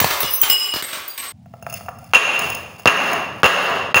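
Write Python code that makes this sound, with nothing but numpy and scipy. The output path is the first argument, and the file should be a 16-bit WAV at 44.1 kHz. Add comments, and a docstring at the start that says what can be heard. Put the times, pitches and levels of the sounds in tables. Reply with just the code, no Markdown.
"""Pieces of a smashed bottle tumble and tinkle far down a stone stairwell, until the scene cuts.
Close by, a full glass bottle is set down and pushed; it rumbles along and drops four steps, each with
a crack and a short ring. Every impact excites damped modes of the glass or a brief burst of noise.
The stairwell echoes loudly, and automatic gain control flattens the blows into a long wash."""
import sys
import numpy as np
from scipy import signal
from scipy.fft import rfft, irfft, next_fast_len
from scipy.io import wavfile

SR = 44100
rng = np.random.default_rng(int(sys.argv[2]) if len(sys.argv) > 2 else 0)


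def pcm_store(signal):
    """Save signal as 16-bit PCM."""
    levels = np.round(np.clip(np.atleast_2d(signal), -1, 1) * 32767)
    wavfile.write(sys.argv[1], SR, levels.astype(np.int16).T)


N = 176400
T = np.arange(N) / SR
CUT_S = 1.322  # the distant pieces end and the rolling begins
RING_RISE_S, THUD_T60_S = 0.00024, 0.023

# Modes of the full bottle: (frequency [Hz], level [dB], T60 [s])
BOTTLE_MODES = [(2540, -6, .02), (2735, 0, .035), (2810, -9, .03), (5260, -25, .04), (6230, -21, .02),
                (6480, -17, .025), (6780, -18, .025), (9280, -25, .03), (9650, -24, .03), (10280, -25, .02),
                (12400, -31, .014), (14000, -30, .012), (15100, -25, .016), (15600, -22, .02)]
# Spectrum of a thud on a stone step: (frequency [Hz], level [dB])
THUD_SPECTRUM = [(25, -39), (50, -23.5), (85, 1), (170, 0), (300, -3), (450, 1), (900, -6), (4000, -47)]


def bottle():
    """Superposition: the nearby bottle's direct sound adds to the reverberant field it excites."""
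    drop_direct, drop_to_room = drops()
    light = touches()
    return drop_direct + light + stairwell(drop_to_room + from_db(-8) * light)


def drops():
    """Impact excitation: each fall or bounce gives a crack, a ring of the glass and a thud of the step."""
    # Impacts: (time [s], crack level [dB], ring level [dB], thud level [dB], ring tilt [dB/octave])
    impacts = [(2.1352, 2.5, 0, -21, 0), (2.1470, -9, 7.5, -19, -4), (2.1645, -28, -12, -20, -3),
               (2.8569, 6.5, -3.5, 2.5, 1), (2.8733, -8, 4, -7, -1), (3.4323, 9, -2, 1, 1.5),
               (3.4425, 2.5, 6.5, 4, -0.5), (3.4589, -2.5, -6.5, -12, 4.5), (3.9441, 12.5, 15, -1, -3.5),
               (3.9577, 2, 2, 2.5, 8)]
    # Spectrum of glass cracking against stone: (frequency [Hz], level [dB])
    crack_spectrum = [(60, -24), (280, -10), (450, -3), (1100, 5), (1900, 5), (2600, -4.5), (3400, -9),
                      (5000, -13), (8000, -29.5), (15000, -34.5)]
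    cracks, clicks, rings, thuds = np.zeros((4, N))
    click = unit(colour(signal.unit_impulse(SR // 4), crack_spectrum))  # the crack as sent to the room
    for s, crack_db, ring_db, thud_db, tilt in impacts:
        add(cracks, s, from_db(crack_db) * burst(crack_spectrum, t60=0.011))
        add(clicks, s, from_db(crack_db) * click)
        add(rings, s, from_db(ring_db) * ring(tilted(BOTTLE_MODES, tilt), RING_RISE_S))
        add(thuds, s, from_db(thud_db) * burst(THUD_SPECTRUM, THUD_T60_S))
    to_room = from_db(-1) * (clicks + rings) + from_db(-16.5) * thuds
    return cracks + rings + thuds, to_room


def touches():
    """Modal excitation by light contacts: the glass rings brightly, and softer knocks are duller."""
    # Touches of glass on stone: (time [s], knock level [dB], ring level [dB])
    contacts = [(1.459, -46, -63.5), (1.538, -36, -58), (1.625, -36, -41.5), (1.6655, -25.5, -44),
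                (1.698, -45, -34), (1.726, -33.5, -33), (1.739, -37.5, -26), (1.808, -33.5, -45),
                (1.861, -39, -46.5), (1.884, -26.5, -48), (1.888, -27, -43), (1.986, -50, -46.5),
                (2.042, -59, -46), (2.391, -52, -19), (2.5, -32, -26), (2.5483, -48, -27.5),
                (2.796, -38.5, -40.5), (3.1316, -19.5, -24.5)]
    # Modes of a knock: (frequency [Hz], level [dB], T60 [s])
    knock_modes = [(686, 4.5, 0.038), (807, -4.5, 0.041), (1130, 3, 0.0051), (1350, -3, 0.038),
                   (1720, -1.5, 0.0047), (2410, -9, 0.0089)]
    bright_modes = [(hz, db + 11.5 * (5000 < hz < 5600), t60)  # the mode near 5 kHz is favoured
                    for hz, db, t60 in tilted(BOTTLE_MODES, db_per_octave=10)]
    firm_knock_db = -26
    knocks, rings = np.zeros((2, N))
    for s, knock_db, ring_db in contacts:
        modes = tilted(knock_modes, db_per_octave=0.45 * (knock_db - firm_knock_db))
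        add(knocks, s, from_db(knock_db) * ring(modes, rise_s=0.0004))
        add(rings, s, from_db(ring_db) * ring(bright_modes, rise_s=0.0011))
    return rings + grit(bright_modes) + low_cut(knocks, hz=388, order=4)


def grit(modes, contacts_per_s=300):
    """Shot noise: random tiny contacts of the turning bottle each give a ring and a dry crunch."""
    # Envelope of the contacts: (time [s], level [dB])
    levels = [(1.4, -78), (1.6, -63), (1.77, -38), (1.9, -64), (2.12, -51.5), (2.3, -42), (2.45, -33.5),
              (2.7, -55.5), (3.05, -32), (3.3, -60), (3.65, -30), (3.93, -70)]
    # Spectrum of the crunch: (frequency [Hz], level [dB])
    crunch_spectrum = [(500, -20), (2000, 9), (4000, 0), (6500, -3), (8000, -10), (10000, -6), (12500, -13),
                       (15500, -4)]
    impulses = (rng.random(N) < contacts_per_s / SR) * from_db(-0.5 * rng.standard_normal(N))
    contact = ring(modes, RING_RISE_S) + from_db(1.5) * burst(crunch_spectrum, t60=0.0067)
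    tinkle = signal.fftconvolve(impulses, contact)[:N]
    return tinkle / tinkle.std() * envelope(levels) * (T > CUT_S)


def tumble():
    """Successive impacts: a shower of pieces whose echo falls away abruptly, then stragglers."""
    split_s, echo_drop_db = 0.818, -14
    fall = np.clip((T - split_s) / 0.0062 + 0.5, 0, 1)
    shower = fragments(0, split_s) * from_db(echo_drop_db * fall)
    stragglers = fragments(split_s, CUT_S)
    return (shower + stragglers) * np.clip((CUT_S - T) / 0.003, 0, 1)


def fragments(start_s, end_s):
    """Free vibration: distant shards ring in their own modes, while heavier pieces clatter and thud."""
    # Modes of each kind of shard: (frequency [Hz], level [dB])
    shard_modes = { "large": [(2907, 0), (5098, -1), (7515, -13), (8190, -22), (9040, -9), (12210, -17),
                   (14430, -8), (15590, -6)], "curved": [(3125, -11), (6010, -19), (7342, -18),
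                   (10385, -17), (14577, -13), (15345, 0)], "medium": [(6025, -12), (9770, -9), (12424, -9),
                   (14420, -5), (14620, 0), (15640, -7)], "small": [(8228, 9), (12250, 4.5), (15500, -13)],
                   "splinter": [(4750, -5.5), (6720, -14), (8850, -4.5), (13050, -5), (13740, -12),
                   (14770, 0), (15330, 0.5)]}
    # Shards landing: (time [s], kind of shard, level [dB])
    shard_landings = [(.001, "medium", -19), (.003, "curved", -8), (0.105, "curved", -24),
                      (0.204, "medium", -11), (.231, "large", -14), (0.3068, "medium", -14.5),
                      (0.3355, "medium", -8), (.415, "curved", -0.5), (0.4993, "large", 4),
                      (.738, "splinter", -26), (.824, "small", -19), (1.079, "splinter", -21),
                      (1.1768, "small", -18.5), (1.261, "small", -29)]
    # Heavier pieces and wet lumps landing: (time [s], clatter level [dB], thud level [dB], rise [s])
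    heavy_landings = [(.001, -6.5, -23, 0.00033), (0.013, -12.5, -9.5, 0.0013), (.043, -5.5, -4.5, 0.0016),
                      (0.059, -36, -17.5, 0.0034), (.104, -9, -20, 0.0052), (.205, -16.5, -41, 0.00053),
                      (.230, -14.5, -20.5, 0.00021), (.243, -38, -22, 0.00058), (.429, -6.5, -23, 0.0056),
                      (0.498, -13, -21, 0.0025), (.737, -16, -22.5, 0.0018), (0.758, -17.5, -22, 0.008),
                      (.824, -17.5, -29.5, 0.00013), (.865, -21, -42, 0.035), (0.927, -17, -37, 0.0056),
                      (0.969, -23, -33.5, 0.01), (1.177, -20, -49, 0.0026), (1.22, -20.5, -42.5, 0.019)]
    # Spectrum of the clatter: (frequency [Hz], level [dB])
    clatter_spectrum = [(60, -1.5), (200, -15), (500, -7), (1100, 2), (2000, 2.5), (4000, 0), (7000, -8.5),
                        (11000, -11.5), (15500, -3)]
    rings, clatter, thuds = np.zeros((3, N))
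    shard_t60_s = 0.084
    for s, shard, db in shard_landings:
        if start_s <= s < end_s:
            modes = [(hz, level, shard_t60_s) for hz, level in shard_modes[shard]]
            add(rings, s, from_db(db) * ring(modes, RING_RISE_S))
    for s, clatter_db, thud_db, rise_s in heavy_landings:
        if start_s <= s < end_s:
            t60 = 0.021 + 6 * rise_s  # a slower rise lengthens the clatter
            add(clatter, s, from_db(clatter_db) * burst(clatter_spectrum, t60, rise_s))
            add(thuds, s, from_db(thud_db) * burst(THUD_SPECTRUM, THUD_T60_S, rise_s))
    bright_rings = colour(rings, [(3000, -2.5), (9000, 2), (15000, 10.5)])
    direct = from_db(-13.5) * bright_rings + from_db(-7) * (clatter + thuds)
    return direct + from_db(-3.5) * stairwell(rings + clatter)


def rolling():
    """Rolling noise: continuous contact with the stone gives a low rumble as the bottle is moved."""
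    # Envelope of handling and rolling: (time [s], level [dB])
    levels = [(1.33, -44.5), (1.7, -41), (2.1, -41.5), (2.5, -37.5), (2.8, -49.5), (3.3, -41.5), (4, -41)]
    # Spectrum of the rumble: (frequency [Hz], level [dB])
    spectrum = [(25, -20), (50, -17), (80, 2.5), (150, 2), (240, -5), (400, -41.5), (700, -21.5),
                (1200, -40.5), (3000, -41), (8000, -47), (16000, -62)]
    rumble = colour(rng.standard_normal(N), spectrum)
    return rumble / rumble.std() * envelope(levels) * (T > CUT_S)


def stairwell(x, reflections=24, early_span_s=0.035, build_s=0.02, mode_half_width_hz=13):
    """Reverberation: early reflections off steps and walls, and a tail that dies sooner in the treble."""
    # Resonances of the stairwell: (frequency [Hz], gain [dB])
    room_modes = [(178, 1.5), (412, 4), (560, 3.5), (1130, 6), (1231, 4), (1660, 5)]
    # Reverberation time by band: (frequency [Hz], T60 [s])
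    decay_times = [(100, 1.11), (500, 1.127), (1500, 0.82), (3000, 0.84), (6000, 0.73), (15000, 0.55)]
    # Colour of the reverberation: (frequency [Hz], gain [dB])
    room_colour = [(50, -7), (150, -3.5), (280, 0.5), (450, 0), (3000, -4), (8000, -2.5), (16000, -3.5)]
    t = T[:2 * SR]
    hz = np.fft.rfftfreq(len(t), 1 / SR)
    resonance_db = sum(db / (1 + ((hz - f) / mode_half_width_hz) ** 2) for f, db in room_modes)
    diffuse = rfft(rng.standard_normal(len(t))) * from_db(resonance_db)
    centres, t60s = np.transpose(decay_times)
    response = np.zeros(len(t))
    for share, t60 in zip(np.eye(len(centres)), t60s):
        band = irfft(diffuse * at_hz(np.c_[centres, share], hz))
        response += band * decay(t, t60)
    response *= 1 - np.exp(-t / build_s)
    response /= np.sqrt(np.sum(response ** 2))
    lags = (rng.uniform(0.1, 1, reflections) * early_span_s * SR).astype(int)
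    response[lags] += from_db(-0.5) * rng.choice([-1, 1], reflections) / np.sqrt(reflections)
    return signal.fftconvolve(x, colour(response, room_colour))[:N]


def ring(modes, rise_s):
    """Modal synthesis: a sum of damped sinusoids of random phase and slightly varied strength."""
    t = T[:SR // 4]
    partials = np.zeros(len(t))
    for hz, db, t60 in modes:
        gain = from_db(db + rng.normal())
        partials += gain * unit(np.sin(2 * np.pi * (hz * t + rng.random())) * decay(t, t60))
    return unit(partials * (1 - np.exp(-t / rise_s)))


def burst(spectrum, t60, rise_s=1e-5):
    """Broadband transient: a gritty contact as quickly decaying coloured noise."""
    t = T[:SR // 4]
    puff = rng.standard_normal(len(t)) * decay(t, t60) * (1 - np.exp(-t / rise_s))
    return unit(colour(puff, spectrum))


def tilted(modes, db_per_octave):
    """Spectral tilt: a harder or softer strike shifts the balance of high and low modes."""
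    return [(hz, db + db_per_octave * np.log2(hz / modes[0][0]), t60) for hz, db, t60 in modes]


def colour(x, spectrum):
    """Minimum-phase filtering: folding the cepstrum makes the given spectrum causal."""
    n = 2 * next_fast_len(len(x))
    gain = from_db(at_hz(spectrum, np.fft.rfftfreq(n, 1 / SR)))
    cepstrum = irfft(np.log(gain))
    cepstrum[1:n // 2] *= 2
    cepstrum[n // 2 + 1:] = 0
    return irfft(rfft(x, n) * np.exp(rfft(cepstrum)))[:len(x)]


def low_cut(x, hz, order):
    """Maximally flat high-pass filter."""
    return signal.sosfilt(signal.butter(order, hz, "high", fs=SR, output="sos"), x)


def smooth(x, seconds):
    """Exponential averaging with one pole."""
    pole = np.exp(-1 / (seconds * SR))
    return signal.lfilter([1 - pole], [1, -pole], x)


def from_db(db):
    """Decibels to amplitude ratio."""
    return 10 ** (np.asarray(db) / 20)


def at_hz(points, hz):
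    """Interpolation along log frequency."""
    frequencies, values = np.transpose(points)
    return np.interp(np.log(np.maximum(hz, 1)), np.log(frequencies), values)


def envelope(levels):
    """Amplitude envelope through points of (time [s], level [dB])."""
    return from_db(np.interp(T, *np.transpose(levels)))


def decay(t, t60):
    """Exponential damping: 60 dB in t60 seconds."""
    return 1e3 ** (-t / t60)


def unit(x):
    """Normalisation to the energy of 10 ms at full level."""
    return x * np.sqrt(SR / 100 / np.sum(x ** 2))


def add(track, s, sound):
    """Superposition of a sound at time s."""
    i = max(int(s * SR), 0)
    track[i:i + len(sound)] += sound[:N - i]


def scene():
    """Superposition in one channel: the tumbling pieces, then the bottle and its rumble."""
    return (tumble() + bottle() + rolling())[None]


def record(dry):
    """Dynamic range compression: low cut, gain control, look-ahead limiter, clipping and treble cut."""
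    threshold_db, peak_db = -17, 2.5
    release_db_per_s, ahead_db_per_s = 900.5, 1199.5
    x = low_cut(dry[0], hz=68, order=2)
    level_db = 10 * np.log10(smooth(x ** 2, seconds=0.0067) + 1e-12)
    excess_db = smooth(np.maximum(level_db - threshold_db, 0), seconds=0.034)
    x = x * from_db(-0.92 * excess_db)
    # The limiter's gain reduction ramps out after each peak and ramps in ahead of it.
    over_db = np.maximum(20 * np.log10(np.abs(x) + 1e-9) - peak_db, 0)
    over_db = np.maximum.accumulate(over_db + release_db_per_s * T) - release_db_per_s * T
    over_db = (np.maximum.accumulate(over_db[::-1] + ahead_db_per_s * T) - ahead_db_per_s * T)[::-1]
    x = np.clip(x * from_db(-over_db), -1, 1)
    treble_cut = signal.cheby2(16, 70, 16500, fs=SR, output="sos")
    return signal.sosfilt(treble_cut, x)[None]


dry = scene()
out = record(dry)
pcm_store(out)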